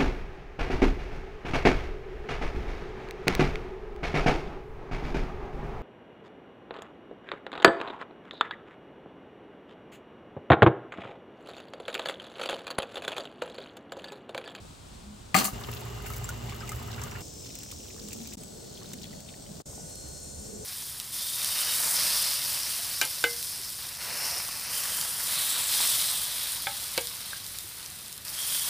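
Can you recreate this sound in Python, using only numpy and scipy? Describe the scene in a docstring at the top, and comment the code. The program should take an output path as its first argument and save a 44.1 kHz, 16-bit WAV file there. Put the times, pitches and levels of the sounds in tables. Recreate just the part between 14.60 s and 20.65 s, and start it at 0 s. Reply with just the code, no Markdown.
"""Watering can on a patio

A plastic can, heard in stereo, knocks a shed shelf, is filled from a hose and waters three pots.
The knock is decaying can modes and noisy clatter; jet and poured stream are shaped noise and swarms of bubbles.
Around them lie washes of noise, low rumbles, thin high line combs and, near the tap, a machine of summed sines.
Five short passages follow one another: shed, tap, two pots, bush."""
import sys
import numpy as np
from scipy import signal
from scipy.fft import rfft, irfft, next_fast_len
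from scipy.io import wavfile

SR = 44100
rng = np.random.default_rng(int(sys.argv[2]) if len(sys.argv) > 2 else 0)


def dump_mix(stems):
    """Bounce the given channels to the path in sys.argv[1] as a 16-bit WAV at rate SR."""
    frames = np.atleast_2d(stems).T  # one column per channel
    limited = np.clip(frames, -1, 1)  # hard clip at full scale
    pcm = np.round(limited * 32767).astype(np.int16)
    wavfile.write(sys.argv[1], SR, pcm)


N = 266716
SIZE = next_fast_len(N, True)
TIME = np.arange(N) / SR
HZ = np.fft.rfftfreq(SIZE, 1 / SR)
EDGE_HZ = 15900  # upper band limit

# The five places. Each: start in seconds, end in seconds.
SHED, FILL = (0, .96), (.93, 2.622)
POT_1, POT_2, BUSH = (2.612, 3.756), (3.77, 5.021), (5.056, 6.1)

# Steady wash at each place. Each row: frequency in Hz, density in dB per Hz.
SHED_AIR = [(25, -77), (55, -67), (200, -77), (330, -82.5), (600, -84.5), (1300, -88), (1900, -95.5),
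            (3800, -92.5), (6200, -96.5), (8200, -92.5), (11800, -108.0), (15500, -107.0)]
FILL_RUSH = [(20, -115), (55, -60), (120, -64), (180, -71), (300, -76.5), (600, -76), (1300, -82.5),
             (1700, -86.5), (3000, -88), (6000, -90.5), (7200, -88.5), (10500, -100), (15500, -97)]
POT_1_WASH = [(25, -90), (60, -68), (150, -75), (260, -75), (600, -80.5), (1100, -92.5), (1900, -100),
              (2700, -95.5), (4500, -90), (5800, -85.5), (8300, -84.5), (11000, -103), (15500, -93)]
POT_2_WASH = [(25, -80), (60, -72.5), (200, -71.5), (330, -79), (600, -79), (1100, -92.5), (2400, -99.5),
              (3500, -92), (5500, -88.5), (8300, -88), (11500, -102), (15500, -96)]
BUSH_WASH = [(25, -77), (60, -67.5), (200, -74.5), (320, -78.5), (550, -76.5), (1100, -92.5), (2400, -98),
             (3900, -92.5), (4700, -90), (6400, -85.5), (8800, -81.5), (9900, -114), (11500, -93.5),
             (15500, -100.0)]
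# Correlation of the left and right channels. Each row: frequency in Hz, correlation from -1 to 1.
CORRELATION = [(60, 0.93), (200, 0.67), (500, -0.26), (1500, -0.06), (4000, 0.6), (7500, 0.55),
               (9700, -0.3), (11500, 0.3), (15000, 0.3)]
# Balance of the left and right channels. Each row: frequency in Hz, left minus right in dB.
LEAN = [(100, -1.5), (400, 0), (1300, 1), (3500, 4.5), (6000, 3), (7500, 0.5)]

# Machine near the tap: its motor speed and orders. Each row: multiple of the speed, relative level in dB.
MOTOR_HZ = 58.9
MOTOR_ORDERS = [(1, -52), (2, -55), (6, -65), (7, -53), (47, -66), (48, -62.5), (50, -59), (52, -68),
                (60, -69)]
# Tones of the machine's fan. Each row: frequency in Hz, relative level in dB.
FAN = [(54.9, -47), (109.8, -49.5), (121.5, -50.5), (383.5, -62.5), (726, -63.5), (1184, -66)]
# Low swells around the pots. Each row: peak time in seconds, level in dB rms,
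# centre in Hz, half length in seconds (Gaussian).
SWELLS = [(2.8, -53, 123, 0.092), (2.8, -56, 420, 0.13), (3.4, -52, 430, .13), (3.45, -51, 211, .08),
          (3.6, -44.5, 232, 0.061), (3.57, -53.5, 440, 0.045), (3.78, -48.5, 215, 0.093),
          (4.05, -53, 414, 0.22), (4.43, -48, 204, 0.15), (4.35, -57, 396, 0.12), (4.55, -51, 595, 0.036),
          (4.78, -58, 630, 0.18), (4.93, -47.5, 168, 0.046), (5.25, -47.5, 164, 0.037),
          (5.32, -53, 625, 0.021), (5.55, -51, 70, 0.072), (5.78, -45, 73.3, 0.046),
          (6.0, -47.5, 195, 0.13), (6.03, -46.5, 430, .14)]
SWELL_WIDTH_SHARE = 0.16  # half width of a swell's band, in natural-log frequency
# Thin high buzzes. Each row: start in seconds, end in seconds, centre in Hz, line spacing in Hz,
# half width in Hz, relative level in dB.
BUZZES = [(2.61, 3.75, 7342, 543.9, 300, -69), (2.61, 3.75, 6254, 543.9, 750, -69),
          (4.58, 5.02, 8323, 287.2, 300, -70), (3.77, 4.08, 8616, 287.2, 700, -67),
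          (5.05, 6.1, 6469, 497.3, 1500, -63), (5.05, 6.1, 6294, 497, 700, -68),
          (5.05, 6.1, 8035, 497, 1400, -63), (5.2, 6.1, 8387, 497, 1200, -64)]
# Thin held tones. Each row: start in seconds, end in seconds, frequency in Hz, relative level in dB.
TONES = [(2.61, 3.75, 5711, -57.5), (2.61, 3.4, 5167, -58.5), (3.9, 4.5, 4307, -63),
         (4.42, 4.86, 4392, -61.5), (5.24, 5.88, 4231, -58.5), (5.3, 6.1, 4307, -63.5),
         (5.75, 6.1, 4231, -66), (5.3, 6.1, 5475, -65), (5.05, 5.7, 5230, -67), (3.77, 4.06, 7757, -59),
         (4.3, 5.02, 7176, -66), (3.8, 5.02, 1464, -75), (5.05, 6.1, 1468, -71)]

# Blows on the can. Each row: start in seconds, relative ring in dB, centre of the excited modes in Hz,
# relative clatter in dB, clatter decay in seconds (to 1/e).
BLOWS = [(.744, -11.5, 2400, -15.5, 0.032), (0.7442, -42, 6500, -25, .004),
         (0.7506, -13, 910, -20.5, 0.074), (0.762, -10, 7000, -24.5, 0.016),
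         (0.777, -18, 3830, -20.5, 0.037), (0.811, -25, 930, -26, 0.029), (0.8425, -31, 8400, -22.5, 0.015),
         (0.85, -38, 1170, -39, 0.036), (0.85, -21.5, 7350, -24.5, 0.023), (.880, -30.5, 1080, -39, 0.024)]
# Modes of the can. Each row: frequency in Hz, relative level in dB, 60 dB decay in seconds,
# left minus right in dB.
CAN = [(194.6, 1, 0.11, 4), (224, -1, 0.11, 7), (647, -11, 0.09, 11), (770, -8, 0.1, 11),
       (1164, -5.5, 0.029, 24), (1250, -9, 0.058, 26), (1274, -14, 0.058, 20), (1744, -10, 0.063, -1),
       (2027, -6.5, 0.046, 7), (2170, -18, 0.16, 9), (2430, -11, 0.019, 21), (3300, -20, 0.069, -3),
       (4354, -10.5, 0.16, 3), (4815, -18.5, 0.11, 1), (5880, -26, 0.067, -2), (7365, -15, 0.099, -1),
       (8500, -20, .14, 0), (14760, -18, .1, 0), (15504, -14, 0.2, 0)]
# Colour of the clatter. Each row: frequency in Hz, relative level in dB.
CLATTER = [(60, 2), (200, 25), (400, 8.5), (1000, 6), (2300, -2), (3300, -9), (5000, -7), (8000, -4.5),
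           (11000, -4.5), (15500, -4.5)]
# Plastic wall: typical 60 dB decay in seconds, energy share of the direct click, lowest mode in Hz.
WALL_T60_S, WALL_DIRECT_SHARE, WALL_LOW_HZ = .04, .5, 2500
# Dull bumps of the can in the hand. Each row: start in seconds, relative level in dB, pitch in Hz.
BUMPS = [(1.087, -21.5, 455), (5.001, -28, 430), (5.13, -41, 960), (5.178, -36.5, 780), (5.197, -33.5, 650),
         (.049, -37, 580)]
BUMP_RING_S = 0.016  # 60 dB decay
# Colour of a bump's thud. Each row: frequency in Hz, relative level in dB.
THUD = [(200, 4.0), (700, 0), (2500, -20), (8000, -37)]

# Fat drops on a leaf, trapping no bubble. Each row: start in seconds, relative level in dB.
LEAF_TICKS = [(2.953, -33), (2.988, -35), (3.033, -34.5), (3.116, -32), (3.486, -34.5), (3.673, -33.5),
              (3.735, -34), (3.835, -38), (4.604, -41), (5.297, -41)]
# Colour of a slap on water or leaf. 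Each row: frequency in Hz, relative level in dB.
SLAP = [(200, -22), (1500, 1), (4000, 5), (7500, 15), (11000, 3.5), (15500, 7.5)]
# Loudest splashes. Each row: start in seconds, bubble level in dB, bubble pitch in Hz, relative slap in dB.
SPLASHES = [(1.011, -42, 1120, -44), (1.13, -38, 2700, -54), (1.388, -44, 1144, -84),
            (1.502, -35.5, 1280, -46), (1.643, -29.5, 7340, -42), (1.69, -30, 1420, -31.5),
            (1.922, -39, 1116, -48), (2.005, -39, 5000, -47), (2.032, -34.5, 1260, -63),
            (2.092, -36.5, 2050, -31), (2.118, -31, 1244, -35), (2.436, -36.5, 1170, -32.5),
            (2.512, -40, 5640, -40.5), (2.552, -39.5, 1374, -63), (3.53, -44, 2580, -31),
            (4.333, -42, 3660, -33.5), (1.036, -44, 1220, -52), (1.465, -43, 2710, -39),
            (1.535, -42, 2180, -39), (1.571, -58, 5170, -43), (1.613, -42, 730, -60),
            (1.76, -46, 1290, -52), (1.896, -49, 703, -39), (2.015, -44, 1580, -60),
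            (2.076, -43, 2820, -40), (2.282, -41, 1270, -54), (2.378, -40, 1390, -55),
            (2.416, -45, 5300, -40), (2.471, -42, 1380, -52), (2.607, -44, 5140, -41),
            (4.128, -40, 6780, -54), (4.224, -45, 1130, -60), (4.259, -39, 3800, -58),
            (4.42, -39, 5340, -44), (4.741, -48, 1850, -58), (4.176, -38.5, 3260, -52),
            (4.453, -40, 3320, -51), (4.531, -44, 1900, -53), (4.688, -44, 3630, -54),
            (4.865, -44.5, 3070, -62)]
# A bubble's 60 dB decay is RING_S at RING_HZ, shorter when smaller (higher); soil keeps only a share of it.
RING_S, RING_HZ, RING_SLOPE, SOIL_RING_SHARE = 0.065, 1310, 0.22, 0.43
# Lesser bubbles of a splash: relative level in dB, range in octaves, time spread as a share of the main ring.
HUDDLE_DB, HUDDLE_OCTAVES, HUDDLE_RINGS = -16, 0.88, .8
# Clumps of water bursting in the can or on plants. Each row: start in seconds, level in dB rms,
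# centre in Hz, length in seconds.
CLUMPS = [(1.036, -43, 3760, 0.012), (1.088, -43, 1810, 0.009), (1.128, -46, 3900, 0.015),
          (1.163, -44.5, 4060, 0.013), (1.438, -54, 2180, 0.0089), (1.459, -43, 2170, 0.014),
          (1.501, -45, 1490, 0.0088), (1.537, -60, 4400, 0.014), (1.891, -47.5, 3020, 0.023),
          (1.923, -48, 2020, 0.019), (2.009, -47.5, 1680, 0.019), (2.073, -48, 3130, 0.013),
          (2.113, -48, 2250, 0.021), (2.315, -46, 4700, 0.033), (2.382, -45.5, 1640, 0.027),
          (2.416, -48, 4750, .014), (2.417, -47, 1300, 0.027), (2.468, -48, 1400, 0.018),
          (2.514, -47.5, 1940, 0.014), (2.552, -43.5, 1650, 0.016), (2.857, -56, 2300, 0.0061),
          (2.901, -51, 3150, 0.0086), (2.942, -55, 4000, 0.012), (2.958, -52, 3080, 0.0081),
          (2.98, -56, 3400, 0.0056), (3.023, -58, 1970, 0.02), (3.112, -48, 3080, 0.0035),
          (3.301, -52, 3040, 0.012), (3.421, -58, 3630, .008), (3.476, -53, 4130, 0.0098),
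          (3.518, -48.5, 3130, 0.0082), (3.655, -53.5, 3320, 0.012), (3.721, -53.5, 2930, 0.022),
          (4.153, -51, 4400, 0.0092), (4.17, -53, 4000, 0.0067), (4.213, -56, 1320, 0.0097),
          (4.252, -57, 3600, 0.0046), (4.335, -51, 2680, 0.0078), (4.416, -50, 4960, 0.0081),
          (4.432, -46, 5000, 0.014), (4.442, -56, 2920, 0.021), (4.528, -55, 2320, 0.013),
          (4.593, -64, 2410, 0.011), (4.684, -50.5, 3600, 0.013), (4.701, -57, 2600, 0.0061),
          (4.737, -56, 2580, 0.011), (4.862, -58, 3200, 0.011), (1.012, -49, 1500, .012),
          (1.234, -50, 4000, 0.01), (1.258, -51, 1500, 0.018), (1.576, -53, 1910, .015),
          (2.185, -51, 1600, .02), (2.281, -50, 1490, .02)]
# Inside a clump: pitch range, cycles to a 60 dB decay, crowding to the start, greatest left-right scatter.
CLUMP_OCTAVES, CLUMP_CYCLES, CLUMP_FRONT, CLUMP_SCATTER_DB = 1.28, 15, 1.6, 24

# Water-filled can under the jet. 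Each row: resonance in Hz, width in Hz, level in dB rms.
HOLLOW = [(115.2, 10, -47), (233.4, 9.9, -55), (399, 49, -57), (1237, 17, -63), (1820, 15, -75),
          (2050, 28, -64.5), (2760, 17, -62.5), (7600, 130, -62)]
GURGLE_DB = -52.5  # rms of the even bubbling under the jet
# Surges of the jet. Each row: start in seconds, relative strength in dB.
SURGES = [(1.04, -55), (1.45, -49.5), (1.89, -69), (2.08, -59), (2.38, -61)]
SURGE_RISE_S, SURGE_SETTLE_S, CALM_DB = 0.083, 0.067, -69.5
# Colour of the spray in the can. Each row: frequency in Hz, relative level in dB.
SPRAY = [(200, -15), (700, -51), (1300, 9), (2200, -9), (4000, -8), (8000, -1), (15500, 4)]
# Passes of the stream over leaves. Each row: start in seconds, hold in seconds, relative spatter in dB.
PASSES = [(2.826, 1, -60.5), (4.12, 0.33, -64), (5.107, 0.29, -70)]
PASS_RISE_S, PASS_FADE_S, DRIBBLE_DB = 0.023, 0.22, -72  # only a dribble lands between passes
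# Colour of drops on the plants. Each row: frequency in Hz, relative level in dB.
DROPS = [(200, -14), (700, 16), (1400, 6), (2700, 20), (4000, 23), (7500, 18), (11000, 13), (15500, 12)]


def amp(db):
    """Decibels to gain."""
    return 10 ** (np.asarray(db) / 20)


def evened(x):
    """Scaled to rms 1."""
    return x / np.sqrt(np.mean(abs(x) ** 2) + 1e-20)


def read(points, hz):
    """A spectrum table joined by lines on a log-frequency axis."""
    f, value = np.transpose(points)
    return np.interp(np.log(hz + 1), np.log(f + 1), value)


def add(mix, s, sound):
    """Mixes a sound in at time s."""
    part = mix[..., max(round(s * SR), 0):][..., :sound.shape[-1]]
    part += sound[..., :part.shape[-1]]


def during(start, end, fade=0.002):
    """1 between two times, with short ramps."""
    rise = np.clip((TIME - start) / fade, 0, 1)
    return rise * np.clip((end - TIME) / fade, 0, 1)


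def filtered(x, gain):
    """x through a filter given as a gain for every frequency."""
    return irfft(rfft(x, SIZE) * gain, SIZE)[..., :N]


def drift(per_s):
    """Slow random wander of rms 1."""
    return evened(filtered(rng.standard_normal(N), np.exp(-(HZ / per_s) ** 2)))


def heard(envelope, colour):
    """Noise under an envelope, coloured, with left and right correlated and balanced by frequency."""
    a, b = rfft(rng.standard_normal((2, N)) * envelope, SIZE)
    correlation = np.clip(read(CORRELATION, HZ), -1, 1)
    lean = amp(read(LEAN, HZ) / 2)
    left = a * lean
    right = (correlation * a + np.sqrt(1 - correlation ** 2) * b) / lean
    return irfft(np.array([left, right]) * colour, SIZE)[:, :N]


def bursts(sizes, decay):
    """Envelope of impacts that start at once and die exponentially."""
    power = signal.lfilter([1], [1, -np.exp(-2 / (decay * SR))], sizes ** 2)
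    return np.sqrt(power + 1e-20)


def patter(per_s, spread_db, decay):
    """Envelope of randomly falling drops, mostly small, a few large, rms 1."""
    falls = rng.random(N) < per_s / SR
    sizes = amp(spread_db * np.minimum(rng.exponential(1, N), 4)) * falls
    return evened(bursts(sizes, decay))


def resonance(hz, width):
    """A narrow resonance excited at random, rms 1."""
    return evened(filtered(rng.standard_normal(N), 1 / (1 + ((HZ - hz) / width) ** 2)))


def bubble(hz, t60, rise=0.053):
    """A trapped bubble rings and dies away, its pitch rising as it nears the surface."""
    t = np.arange(0, t60, 1 / SR)
    envelope = amp(-60 * t / t60) * (1 - np.exp(-t * hz))
    return envelope * np.sin(2 * np.pi * hz * t * (1 + rise * t / t60))


def bubbles(count, passage, low_hz, high_hz, cycles, spread_db):
    """A swarm of bubbles or droplets of mixed size, rms 1 in its passage, with small left-right delays."""
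    out = np.zeros((2, N))
    for when, pitch, size, side, lag in rng.random((count, 5)):
        hz = low_hz * (high_hz / low_hz) ** pitch
        s = passage[0] + when * (passage[1] - passage[0])
        ring = amp(-spread_db * np.log(size + .03)) * bubble(hz, cycles / hz)
        # beyond LEAN, the swarm sits 8 to 9 dB towards the right
        lean = amp(read(LEAN, hz) / 2 + 0.77 * (side - 6.0))
        add(out[0], s + 0.00043 * (lag - .5), ring * lean)
        add(out[1], s, ring / lean)
    return evened(out) * np.sqrt(np.mean(during(*passage)))


def steady(passage, spectrum, grain):
    """The even wash of a place, wavering slightly; grain is the share that arrives as tiny drops."""
    grain = np.clip(grain, 0, 1)
    texture = np.sqrt(1 - grain + grain * patter(1700, 0.53, 0.00013) ** 2)
    envelope = texture * amp(.5 * drift(9.0))
    return heard(envelope, amp(read(spectrum, HZ)) * np.sqrt(SR / 2)) * during(*passage)


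def machine(waver_db=1):
    """A machine near the tap, probably an air conditioner, hums: motor orders and fan tones waver together."""
    lines = [(MOTOR_HZ * order, db) for order, db in MOTOR_ORDERS] + FAN
    clock = np.cumsum(1 + .0003 * drift(8)) / SR  # a slightly uneven speed
    hum = sum(amp(db) * np.sin(2 * np.pi * (hz * clock + rng.random())) for hz, db in lines)
    return hum * amp(waver_db * drift(26)) * during(*FILL)


def rumble():
    """A low, hollow rumble comes and goes in swells of band-limited noise, each around its own pitch."""
    out = np.zeros((2, N))
    t = np.arange(SR) / SR - .5
    hz = np.fft.rfftfreq(SR, 1 / SR)
    for s, db, centre_hz, half in SWELLS:
        band = 1 / (1 + (np.log((hz + 1) / centre_hz) / SWELL_WIDTH_SHARE) ** 2)
        a, b = irfft(rfft(rng.standard_normal((2, SR))) * band, SR)
        correlation = np.clip(read(CORRELATION, centre_hz), -1, 1)
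        swell = np.exp(-.5 * (t / half) ** 2)
        pair = np.array([a, correlation * a + np.sqrt(1 - correlation ** 2) * b]) * swell
        add(out, s - .5, amp(db) * evened(pair) * np.sqrt(np.mean(swell ** 2)))
    return out * (during(*POT_1) + during(*POT_2) + during(*BUSH))


def buzzes(chorus_db=8.5, flutter_db=2.5):
    """A thin high buzz: combs of evenly spaced lines, each fading in and out at its own pace."""
    out = np.zeros((2, N))
    for start, end, centre_hz, spacing_hz, width, db in BUZZES:
        gate = during(start, end, fade=0.029)
        on = gate > 0
        clock = np.cumsum(1 + .0005 * drift(30)[on]) / SR
        offset = spacing_hz * np.arange(-5, 6)[:, None]
        body = np.exp(-(offset / width) ** 4)
        # every line has its own phase in each channel
        phases = rng.random(offset.shape) + 0.2 * rng.standard_normal((2, *offset.shape))
        pace = rng.uniform(.5, 2, offset.shape)
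        fading = amp(3 * np.sin(2 * np.pi * (clock * pace + rng.random(offset.shape))))
        lines = np.cos(2 * np.pi * ((centre_hz + offset) * clock + phases))
        song = evened((body * fading * lines).sum(1))
        out[:, on] += song * (gate * amp(db + chorus_db + flutter_db * drift(33)))[on]
    return out


def held_tones():
    """Single thin sines swell and sink, slightly unsteady in pitch and level, a little to the left."""
    out = np.zeros((2, N))
    for start, end, hz, db in TONES:
        note = evened(np.sin(2 * np.pi * np.cumsum(hz * (1 + .0008 * drift(50))) / SR))
        swell = np.interp(TIME, [start, .7 * start + .3 * end, end], [.7, 1.25, .65])
        waver = amp(.8 * drift(40))
        gate = during(start, end, fade=0.016)
        out += amp(db) * waver * note * swell * gate * amp([[1], [-2]])
    return out


def touch():
    """The hand closes on the handle and the empty can hums softly."""
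    return amp(-44.0) * np.sin(2 * np.pi * 208 * TIME) * during(0.412, 0.592, fade=0.073)


def wall(count=90):
    """The plastic wall answers one tap: a direct click and a crowd of short modes, energy 1 per channel."""
    t = np.arange(SR // 5) / SR
    ring = np.zeros((2, len(t)))
    for k, (place, life, left, right) in enumerate(rng.random((count, 4))):
        hz = WALL_LOW_HZ + (EDGE_HZ - WALL_LOW_HZ) * (k + 2 * place) / count
        mode = amp(-60 * t / (WALL_T60_S * (.5 + life))) * np.cos(2 * np.pi * hz * t)
        ring += np.array([[.5 + left], [.5 + right]]) * mode
    ring *= np.sqrt(2 * (1 - WALL_DIRECT_SHARE) / np.sum(ring ** 2))
    ring[:, 0] = np.sqrt(WALL_DIRECT_SHARE)
    return ring


def knock(reach=0.35, chatter_db=3, tail_db=-50, tail_decay=0.031):
    """The can rattles along the shelf: contacts excite modes near their own pitch, chatter rings the wall."""
    out, rattle = np.zeros((2, N)), np.zeros((2, N))
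    t = np.arange(SR // 2) / SR
    colour = amp(read(CLATTER, HZ))
    for s, ring_db, centre_hz, clatter_db, decay in BLOWS:
        for k, (hz, db, t60, lean_db) in enumerate(CAN):
            share = 1 / (1 + (np.log(hz / centre_hz) / reach) ** 2) + 0.22
            # neighbouring modes move the struck spot in opposite directions
            swing = (-1) ** k * np.sin(2 * np.pi * hz * t) * (1 - np.exp(-t / 0.00016))
            ring = amp(ring_db + db - 60 * t / t60) * share * swing
            add(out, s, ring * amp([[lean_db / 2], [-lean_db / 2]]))
        clatter = np.zeros(N)
        add(clatter, s, amp(clatter_db) * np.exp(-t / decay))
        near = 1 / (1 + np.log((HZ + 1) / centre_hz) ** 2) + 0.024
        chatter = patter(1200, chatter_db, 0.0008)
        rattle += heard(clatter * chatter, evened(colour * near))
    tail = np.zeros(N)  # the shed answers
    add(tail, BLOWS[1][0], amp(tail_db) * np.exp(-t / tail_decay))
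    walled = signal.oaconvolve(rattle, wall(), axes=1)[:, :N]
    return out + walled + heard(tail, evened(colour))


def bumps(thud_db=-9, thud_decay=0.0065):
    """The can is bumped in the hand: a short ring and a dull thud of noise."""
    out, thuds = np.zeros(N), np.zeros(N)
    for s, db, hz in BUMPS:
        add(out, s, amp(db) * bubble(hz, BUMP_RING_S, rise=0))
        add(thuds, s, amp([db + thud_db]))
    return out + heard(bursts(thuds, thud_decay), evened(amp(read(THUD, HZ))))


def leaf_ticks(decay=0.0034):
    """Fat drops hit single leaves with a short, bright smack of noise."""
    hits = np.zeros(N)
    for s, db in LEAF_TICKS:
        add(hits, s, amp([db]))
    return heard(bursts(hits, decay), evened(amp(read(SLAP, HZ))))


def plops(slap_decay=0.0058, lesser_ring_share=0.22, count=10):
    """Larger splashes: a slap, one bubble that rings longer the lower it is, and a huddle of lesser bubbles."""
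    out, slaps = np.zeros(N), np.zeros(N)
    for s, db, hz, slap_db in SPLASHES:
        ground = 1 if s < FILL[1] else SOIL_RING_SHARE
        t60 = RING_S * (RING_HZ / hz) ** RING_SLOPE * ground
        add(out, s, amp(db) * bubble(hz, t60))
        for delay, octaves, size in rng.random((count, 3)):
            lesser_hz = hz * 2 ** (HUDDLE_OCTAVES * (octaves - .5))
            lesser = bubble(lesser_hz, lesser_ring_share * t60)
            add(out, s + HUDDLE_RINGS * t60 * delay, amp(db + HUDDLE_DB) * size * lesser)
        add(slaps, s, amp([slap_db]))
    return out + heard(bursts(slaps, slap_decay), evened(amp(read(SLAP, HZ))))


def clumps(count=30):
    """A clump of water bursts into a quick shower of tiny bubbles and droplets around one pitch."""
    out = np.zeros((2, N))
    for s, db, centre_hz, length in CLUMPS:
        shower = np.zeros((2, SR // 4))
        for when, pitch, size, side in rng.random((count, 4)):
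            hz = centre_hz * 2 ** (CLUMP_OCTAVES * (pitch - .5))
            lean_db = read(LEAN, hz) / 2 + CLUMP_SCATTER_DB * (side - .5)
            droplet = size * bubble(hz, CLUMP_CYCLES / hz)
            add(shower, length * when ** CLUMP_FRONT, droplet * amp([[lean_db], [-lean_db]]))
        # rms 1 over the clump's length
        add(out, s, amp(db) * shower * np.sqrt(2 * length * SR / np.sum(shower ** 2)))
    return out


def churning():
    """How hard the jet stirs the water: a calm level plus surges that swell and settle."""
    level = amp(CALM_DB)
    for s, db in SURGES:
        age = np.maximum(TIME - s, 0)
        level = level + amp(db) * np.minimum(age / SURGE_RISE_S, 1) * np.exp(-age / SURGE_SETTLE_S)
    return level


def filling():
    """The jet drums the hollow can and gurgles steadily; surges throw spray and drive bubbles under the surface."""
    drone = sum(amp(db) * resonance(hz, width) for hz, width, db in HOLLOW)
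    spray = amp(15.0) * heard(patter(310, 4.3, 0.0036), evened(amp(read(SPRAY, HZ))))
    large = amp(-3) * bubbles(750, FILL, 900, 2600, cycles=16, spread_db=3)
    small = amp(-3) * bubbles(600, FILL, 2000, 9000, cycles=34, spread_db=4.5)
    gurgle = amp(GURGLE_DB) * bubbles(650, FILL, 750, 5000, cycles=18, spread_db=3.8)
    return (drone + gurgle + churning() * (spray + large + small)) * during(*FILL)


def spattering():
    """How much of the stream hits leaves: each pass rises, holds and fades, and ends with its passage."""
    level = amp(DRIBBLE_DB)
    for (s, hold, db), passage in zip(PASSES, (POT_1, POT_2, BUSH)):
        rise = np.clip((TIME - s) / PASS_RISE_S, 0, 1)
        fade = np.exp(-np.maximum(TIME - s - hold, 0) / PASS_FADE_S)
        level = level + amp(db) * rise * fade * during(*passage)
    return level


def pouring(clump_db=2.5, bush_tick_db=9):
    """The uneven stream spatters and froths on soil and leaves; the stiff leaves of the bush tick brightly."""
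    flow = spattering() * amp(clump_db * drift(28))
    pots = during(*POT_1) + during(*POT_2)
    bush = during(*BUSH)
    patio = (POT_1[0], BUSH[1])
    drops = amp(0.5) * heard(patter(150, 3, 0.001), evened(amp(read(DROPS, HZ))))
    froth = bubbles(750, patio, 2500, 6800, cycles=17, spread_db=4.5)
    trickle = amp(-8) * bubbles(450, patio, 1100, 3600, cycles=9, spread_db=4.5)
    ticks = amp(-2) * bubbles(800, patio, 5000, 15500, cycles=16, spread_db=5.5)
    on_pots = (drops + froth + trickle + ticks) * pots
    return flow * (on_pots + amp(bush_tick_db) * ticks * bush)


def scene():
    """All five places in a row, over a faint hush that runs throughout."""
    wash = steady(SHED, SHED_AIR, 0.015) + steady(FILL, FILL_RUSH, 0.38)
    wash += steady(POT_1, POT_1_WASH, 0.39) + steady(POT_2, POT_2_WASH, 0.45)
    wash += steady(BUSH, BUSH_WASH, 0.12)
    wash += amp(-27) * steady((0, 7), POT_2_WASH, 0)
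    around = wash + machine() + rumble() + buzzes() + held_tones()
    can = touch() + knock() + bumps()
    water = leaf_ticks() + plops() + clumps() + filling() + pouring()
    return around + can + water


def record(dry):
    """The microphone drops the deepest bass; then the band limit."""
    thin = signal.sosfilt(signal.butter(2, 28, "high", fs=SR, output="sos"), dry)
    band = signal.firwin(511, EDGE_HZ, window=("kaiser", 9), fs=SR)
    return signal.oaconvolve(thin, band[None], "same")


dry = scene()
out = record(dry)
dump_mix(out)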